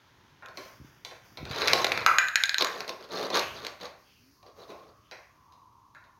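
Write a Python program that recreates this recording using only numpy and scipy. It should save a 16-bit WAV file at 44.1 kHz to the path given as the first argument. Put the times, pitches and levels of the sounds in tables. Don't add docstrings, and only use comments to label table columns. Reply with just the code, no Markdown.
import sys
import numpy as np
from scipy import signal
from scipy.fft import rfft, irfft, next_fast_len
from scipy.io import wavfile

SR = 44100
rng = np.random.default_rng(int(sys.argv[2]) if len(sys.argv) > 2 else 0)


def to_wav(sig):
    pcm = np.clip(np.atleast_2d(sig), -1, 1) * 32767
    pcm = np.round(pcm).astype(np.int16)
    wavfile.write(sys.argv[1], SR, pcm.T)


N = 272979

# frequency in Hz, t60 in seconds.
ROOM_DECAY = [(150, 0.28), (700, 0.53), (1800, 0.61), (4200, 0.41), (6500, 0.52), (14000, 0.75)]
# frequency in Hz, relative density in dB.
AIR_SPECTRUM = [(25, -12.5), (50, 1), (100, 3), (180, -8.5), (300, -5.5), (450, -14), (750, -27.5),
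                (2000, -24.5), (6500, -22), (7700, -37.5), (12000, -29.5), (16000, -34)]
GRIP_SPECTRUM = [(25, -26), (65, -5.5), (125, -2.5), (200, -9.5), (400, -13.5), (1000, -63)]
RUB_SPECTRUM = [(300, -6.5), (900, -5), (1500, -1), (2600, -8), (3400, -6.5), (6400, -16.5), (7700, -32)]
HISS_SPECTRUM = [(2500, -18), (4500, 7.5), (6400, 0.5), (7700, -19), (11000, -7.5), (16000, -5.5)]
CRACK_SPECTRUM = [(150, -27), (700, -16.5), (2000, 14.5), (6500, 5.5), (7600, -8.5), (10000, -9.5),
                  (13000, -3.5), (16000, -18)]
RUMBLE_SPECTRUM = [(30, -35), (155, -17.5), (185, -5), (230, -12), (330, -4), (430, 0), (620, -2),
                   (800, -9), (1100, -11.5), (2000, -41.5)]
SCRAPE_SPECTRUM = [(500, -42), (900, 3.5), (1090, 8.5), (1350, 2.5), (1700, 0.5), (2300, -2.5),
                   (3000, -7.5), (4000, -35)]
CHATTER_SPECTRUM = [(1500, -32), (3000, -5), (3500, 1.5), (4150, 6), (4700, 2.5), (5300, -3.5),
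                    (6700, -4.5), (7600, -27), (10000, -21), (12500, -14.5), (16000, -28)]
# time in seconds, pitch in Hz, level in dB.
WHINE_PATH = [(0, 960, -69.5), (4.25, 1021, -90), (4.45, 1094, -62), (5.0, 1170, -66.5), (5.3, 1088, -67.5),
              (5.5, 1042, -59), (6.19, 1016, -62)]
TONE_PATH = [(4.1, 221, -120), (4.2, 231.4, -66), (4.28, 267.7, -60), (4.34, 290.5, -67.5),
             (4.44, 279, -120)]
# start in seconds, fade start in seconds, level in dB.
GRIP_SHIFTS = [(0, 1.296, -70), (1.276, 2.023, -49.5), (3.27, 3.574, -57)]
# start in seconds, level in dB.
MIC_BUMPS = [(0.799, -45), (0.813, -46), (0.846, -48), (0.889, -55), (1.428, -35.5), (1.504, -35.5)]
# start in seconds, fade start in seconds, level in dB, hiss share in dB.
TOY_RUBS = [(-.08, 0.46, -64, -21), (0.52, 0.683, -55.5, -3), (0.802, 1.17, -65.5, -7.5),
            (1.2, 1.448, -63, -2), (3.946, 4.354, -72, 5), (4.52, 4.74, -68.5, -0.5), (4.92, 5.45, -74, -3)]
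# start and length in seconds, start and end pitch in Hz, level in dB.
SLIDE_SWISHES = [(3.375, 0.22, 2675, 2720, -40.5), (4.025, 0.31, 3104, 2380, -64),
                 (5.012, 0.19, 2824, 3420, -69.5)]
# frequency in Hz, relative level in dB, t60 in seconds.
MIC_MODES = [(73, 0.5, 0.09), (130, 4.3, 0.077), (278, 4.2, 0.024)]
CUP_BASE_MODES = [(2242, -10, 0.0081), (3130, -8, .005), (3470, 5.5, 0.006), (4010, 7, 0.0087)]
CUP_RIM_MODES = [(6710, 0, 0.041)]
SHELL_MODES = [(382, -13, 0.046), (495, -8.5, 0.036), (611, 1.5, 0.013), (774, -1, 0.011),
               (1067, -8, 0.042), (1317, -8.5, 0.017), (1500, 2, 0.0049), (2250, 4.5, 0.0033),
               (2700, -6.5, 0.006), (3570, -1.5, 0.0044), (4080, 10.5, 0.0045), (5300, 3.5, 0.0026),
               (5870, -5.5, 0.0042)]
BODY_MODES, PANEL_MODES, EDGE_MODES = SHELL_MODES[:5], SHELL_MODES[5:9], SHELL_MODES[9:]
# multiple of the wall pitch, relative level in dB, t60 in seconds.
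CUP_WALL_MODES = [(0.998, 10.5, 0.022), (1.278, 0.5, 0.015), (1.52, -7.5, 0.023), (1.932, -14, 0.042)]
# frequency in Hz, gain in dB.
CUP_RADIATION = [(150, -25), (600, -4.5), (1250, -5), (2000, 4), (2450, 8), (3000, -7), (4400, 3),
                 (5300, -18)]
TRUCK_RADIATION = [(50, -20), (250, 0)]
# start in seconds, strength in dB, wall and rim shares in dB, wall pitch in Hz.
CUP_BOUNCES = [(0.4238, -69.5, 20, -12, 1440), (0.4599, -49, 3, -20, 1280), (2.0632, -22, 9.5, -15.5, 1277),
               (2.1851, -22.5, 4, -5, 1564), (2.2847, -36.5, 0, -3.5, 1680), (2.357, -23, 2, -5.5, 1600),
               (2.4368, -22, -4, -18, 1570), (2.4564, -38, -7.5, 1.5, 1630), (2.4938, -26, -3, -15, 1655),
               (2.5439, -27, -3, -29, 1560), (2.583, -25, -17.5, -8.5, 1700), (2.6463, -30, 4, -9, 1147),
               (2.67, -40.5, 2, -1.5, 1590), (5.9488, -74.5, 21, -0.5, 1394)]
# start, rise and hold in seconds, strength in dB, extra rumble from load in dB.
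TRUCK_SHOVES = [(1.422, 0.16, 0.24, -38.5, 0), (1.841, 0.037, 0.15, -43.5, -4.5),
                (2.557, 0.048, 0.016, -33, -9.5), (2.67, 0.02, 0.14, -50.5, 4),
                (2.862, 0.026, 0.01, -46, 3.5), (2.982, 0.027, 0.028, -53.5, 3),
                (3.059, 0.08, 0.12, -42, 4.5), (3.296, 0.054, 0.02, -30, -1), (3.403, .03, .025, -63, -4.5),
                (3.511, 0.044, 0.14, -50, -1), (3.773, .055, 0.021, -47, 2.5),
                (4.446, 0.019, .01, -64, 8.5), (4.537, 0.06, 0.034, -59.5, 8.5),
                (4.661, 0.037, 0.0072, -56, 10.5), (4.736, 0.033, 0.13, -69.5, 10.5)]
# start in seconds, strength in dB, body and panel shares in dB.
TRUCK_KNOCKS = [(0.4244, -71.5, 16.5, -10), (0.4857, -58.5, 2.5, -8.5), (0.573, -44, -3, -7),
                (1.049, -41.5, -12.5, -16), (1.111, -55.5, 0.5, 0), (1.3728, -45.5, -4, -5.5),
                (1.4532, -47.5, -3, -4), (1.5118, -40.5, -7, -1.5), (1.6186, -35, -1, 2),
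                (1.6748, -27, -11.5, -34), (1.6817, -26, -15, -2), (1.733, -18, -6.5, -33),
                (1.8447, -24, -4, -3), (1.8675, -31.5, 1.5, -9), (1.9192, -29.5, -7, 4),
                (1.9757, -35.5, 0, 7.5), (2.609, -28.5, -2, -10), (2.6223, -25, -4, -16),
                (2.8054, -38.5, -7, -2.5), (2.8789, -41.5, -27, -26), (2.8927, -36, -2.5, -12),
                (3.3026, -39.5, 4, -12), (3.3432, -33, -14, -10), (3.394, -29.5, -10, -18),
                (3.6489, -41, -3, -2.5), (3.6669, -36, -12, -12), (3.812, -49.5, -15, -15),
                (3.8555, -48.5, -1, -3.5), (4.429, -63.5, 3.5, -20), (4.464, -63.5, -17, -14.5),
                (4.7032, -57.5, 9.5, -2.5), (5.1126, -51, -4.5, -2), (5.5227, -65, -8.5, -13),
                (5.9483, -66, -8, -10.5), (6.04, -70, -5, -6)]
# time in seconds, overall room send of the knocks in dB.
KNOCK_ROOM_SEND = [(.57, 5.5), (1.37, 5), (1.73, -0.5), (1.92, -6), (2.62, -5.5), (3.3, 2), (3.66, -2),
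                   (5.11, 8.5)]


def amp(db):
    return 10 ** (np.asarray(db) / 20)


def unit(x):
    return x / np.sqrt(np.mean(x ** 2) + 1e-20)


def burst(x):
    return x * np.sqrt(SR * .01 / np.sum(x ** 2))


def along(points, hz):
    point_hz, values = np.transpose(points)
    return np.interp(np.log(hz + 1), np.log(point_hz + 1), values)


def curves(rows):
    times_s, *columns = np.transpose(rows)
    return [np.interp(np.arange(N) / SR, times_s, column) for column in columns]


def stroke(start_s, rise_s, hold_s, fade_db_per_s):
    t = np.arange(N) / SR - start_s
    return np.clip(t / rise_s, 0, 1) ** 2 * amp(-fade_db_per_s * np.maximum(t - rise_s - hold_s, 0))


def add(track, start_s, sound):
    part = track[max(round(start_s * SR), 0):][:len(sound)]
    part += sound[:len(part)]


def colour(x, spectrum):
    size = 4096
    cepstrum = irfft(np.log(amp(along(spectrum, np.fft.rfftfreq(size, 1 / SR)))))
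    cepstrum[1:size // 2] *= 2
    cepstrum[size // 2 + 1:] = 0
    return signal.fftconvolve(x, irfft(np.exp(rfft(cepstrum))))[:len(x)]


def noise(spectrum):
    return unit(colour(rng.standard_normal(N), spectrum))


def narrow(hz, width_hz):
    lowpass = signal.butter(2, width_hz / 2, fs=SR, output="sos")
    drift = signal.sosfilt(lowpass, rng.standard_normal((2, N)))
    phase = 2 * np.pi * np.cumsum(hz * np.ones(N)) / SR
    return unit(drift[0] * np.cos(phase) + drift[1] * np.sin(phase))


def grains(per_s, spread_db):
    size = amp(spread_db * np.clip(rng.standard_normal(N), -2, 2))
    return unit((rng.random(N) < per_s / SR) * size * rng.choice([-1, 1], N))


def ring(modes):
    t = np.arange(SR // 4) / SR
    scatter_db = rng.normal(0, 2, len(modes))
    return burst(sum((-1) ** k * amp(db + scatter_db[k] - 60 * t / t60_s) * np.sin(2 * np.pi * hz * t)
                     for k, (hz, db, t60_s) in enumerate(modes)))


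def crack(t60_s):
    t = np.arange(SR // 4) / SR
    return burst(colour(rng.standard_normal(len(t)) * amp(-60 * t / t60_s), CRACK_SPECTRUM))


def echo(x, delay_s=.005, early_db=3, early_s=0.005):
    hz, t, spectra = signal.stft(rng.standard_normal(SR * 2 // 3), SR, nperseg=256)
    fade_db = -60 * t / along(ROOM_DECAY, hz)[:, None] + early_db * np.exp(-t / early_s)
    tail = signal.istft(spectra * amp(fade_db), SR, nperseg=256)[1]
    return signal.fftconvolve(x, np.pad(tail / np.linalg.norm(tail), (round(delay_s * SR), 0)))


def background():
    air = amp(-67.5) * noise(AIR_SPECTRUM)
    hum = amp(-77.5) * narrow(116, width_hz=10)
    whine_hz, whine_db = curves(WHINE_PATH)
    whine = amp(whine_db) * narrow(whine_hz, width_hz=190)
    tone_hz, tone_db = curves(TONE_PATH)
    tone = amp(tone_db) * np.sin(2 * np.pi * np.cumsum(tone_hz) / SR)
    return air + hum + tone + whine


def mic_handling(rest_db=-75.5, rise_s=.15):
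    shifts = sum(amp(db) * stroke(start_s, rise_s, fade_s - start_s - rise_s, fade_db_per_s=62.5)
                 for start_s, fade_s, db in GRIP_SHIFTS)
    out = (amp(rest_db) + shifts) * noise(GRIP_SPECTRUM)
    for start_s, db in MIC_BUMPS:
        add(out, start_s, amp(db) * ring(MIC_MODES))
    return out


def rubbing(rise_s=0.053):
    friction = grains(per_s=6800, spread_db=0)
    rub = unit(colour(friction, RUB_SPECTRUM))
    hiss = unit(colour(friction, HISS_SPECTRUM))
    out = np.zeros(N)
    for start_s, fade_s, db, hiss_db in TOY_RUBS:
        swell = stroke(start_s, rise_s, fade_s - start_s - rise_s, fade_db_per_s=66.5)
        out += amp(db) * swell * (rub + amp(hiss_db) * hiss)
    for start_s, length_s, start_hz, end_hz, db in SLIDE_SWISHES:
        swell = curves([(start_s, 0), (start_s + length_s / 4, 1), (start_s + length_s, 0)])[0]
        pitch_hz = curves([(start_s, start_hz), (start_s + length_s, end_hz)])[0]
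        out += amp(db) * swell * narrow(pitch_hz, width_hz=840)
    return out


def cup():
    out = np.zeros(N)
    for start_s, db, wall_db, rim_db, wall_hz in CUP_BOUNCES:
        wall_modes = [(ratio * wall_hz, mode_db, t60_s) for ratio, mode_db, t60_s in CUP_WALL_MODES]
        wall = amp(db + wall_db) * colour(ring(wall_modes), CUP_RADIATION)
        base_db = db - 1.9 * max(wall_db, 0)
        crack_db = db - 2 + 0.27 * min(wall_db, 5)
        base = amp(base_db) * colour(ring(CUP_BASE_MODES), CUP_RADIATION)
        tick = base + amp(crack_db) * crack(t60_s=0.0072)
        rim = amp(db + rim_db) * ring(CUP_RIM_MODES)
        send_db = -3 + 0.5 * wall_db
        room = amp(send_db) * echo(amp(3.5) * wall + amp(-5.5) * tick + amp(-8.5) * rim)
        add(out, start_s, wall + tick + rim)
        add(out, start_s, room)
    return out


def rattle(per_s, t60_s=0.024):
    t = np.arange(SR // 50) / SR
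    pings = [amp(-60 * t / t60_s) * np.sin(2 * np.pi * hz * t) for hz in np.geomspace(2200, 6500, 14)]
    return unit(sum(signal.oaconvolve(grains(per_s, spread_db=8.5), ping)[:N] for ping in pings))


def truck_wheels():
    push, load = np.zeros((2, N))
    for start_s, rise_s, hold_s, db, load_db in TRUCK_SHOVES:
        shove = amp(db) * stroke(start_s, rise_s, hold_s, fade_db_per_s=327)
        push = np.maximum(push, shove)
        load = np.maximum(load, amp(load_db) * shove)
    jolts = grains(per_s=300, spread_db=4.5)
    drum = unit(signal.fftconvolve(jolts, ring(BODY_MODES))[:N])
    roll = unit(colour(grains(per_s=900, spread_db=1), RUMBLE_SPECTRUM))
    rumble = load * unit(roll + amp(-9) * drum)
    scrape = push * unit(colour(jolts + grains(per_s=2400, spread_db=2.5), SCRAPE_SPECTRUM))
    chatter = amp(0.5) * push * unit(colour(jolts + 0.72 * rattle(per_s=150), CHATTER_SPECTRUM))
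    room = echo(amp(-2) * (rumble + scrape) + amp(-7) * chatter)[:N]
    return rumble + scrape + chatter + room


def edge_click(tilt_db_per_octave, rebound_s=.002, rebound_db=-4):
    detune = 1 + .08 * rng.uniform(-1, 1)
    lowest_hz = EDGE_MODES[0][0]
    edge = ring([(detune * hz, db + tilt_db_per_octave * np.log2(hz / lowest_hz), t60_s)
                 for hz, db, t60_s in EDGE_MODES])
    add(edge, rebound_s * rng.uniform(0.55, 1.8), amp(rebound_db) * edge)
    return burst(edge)


def truck_knocks():
    out = np.zeros(N)
    for start_s, db, body_db, panel_db in TRUCK_KNOCKS:
        body = amp(db + body_db) * ring(BODY_MODES)
        panel = amp(db + panel_db) * ring(PANEL_MODES)
        edge = edge_click(tilt_db_per_octave=-0.54 * panel_db)
        click = amp(db) * (edge + amp(-2.5) * crack(t60_s=.02))
        send_db = np.interp(start_s, *np.transpose(KNOCK_ROOM_SEND))
        room = amp(send_db) * echo(amp(5.5) * body + amp(4.5) * panel + amp(-5) * click)
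        add(out, start_s, body + panel + click)
        add(out, start_s, room)
    return colour(out, TRUCK_RADIATION)


def scene():
    return (truck_wheels() + truck_knocks() + cup() + rubbing() + mic_handling() + background())[None]


def record(dry):
    low_hz, top_hz = 48, 16000
    thin = signal.sosfilt(signal.butter(2, low_hz, "high", fs=SR, output="sos"), dry)
    clipped = np.clip(thin, -.95, .95)
    size = next_fast_len(N + SR)
    passband = np.fft.rfftfreq(size, 1 / SR) < top_hz
    return irfft(rfft(clipped, size) * passband, size)[:, :N]


dry = scene()
out = record(dry)
to_wav(out)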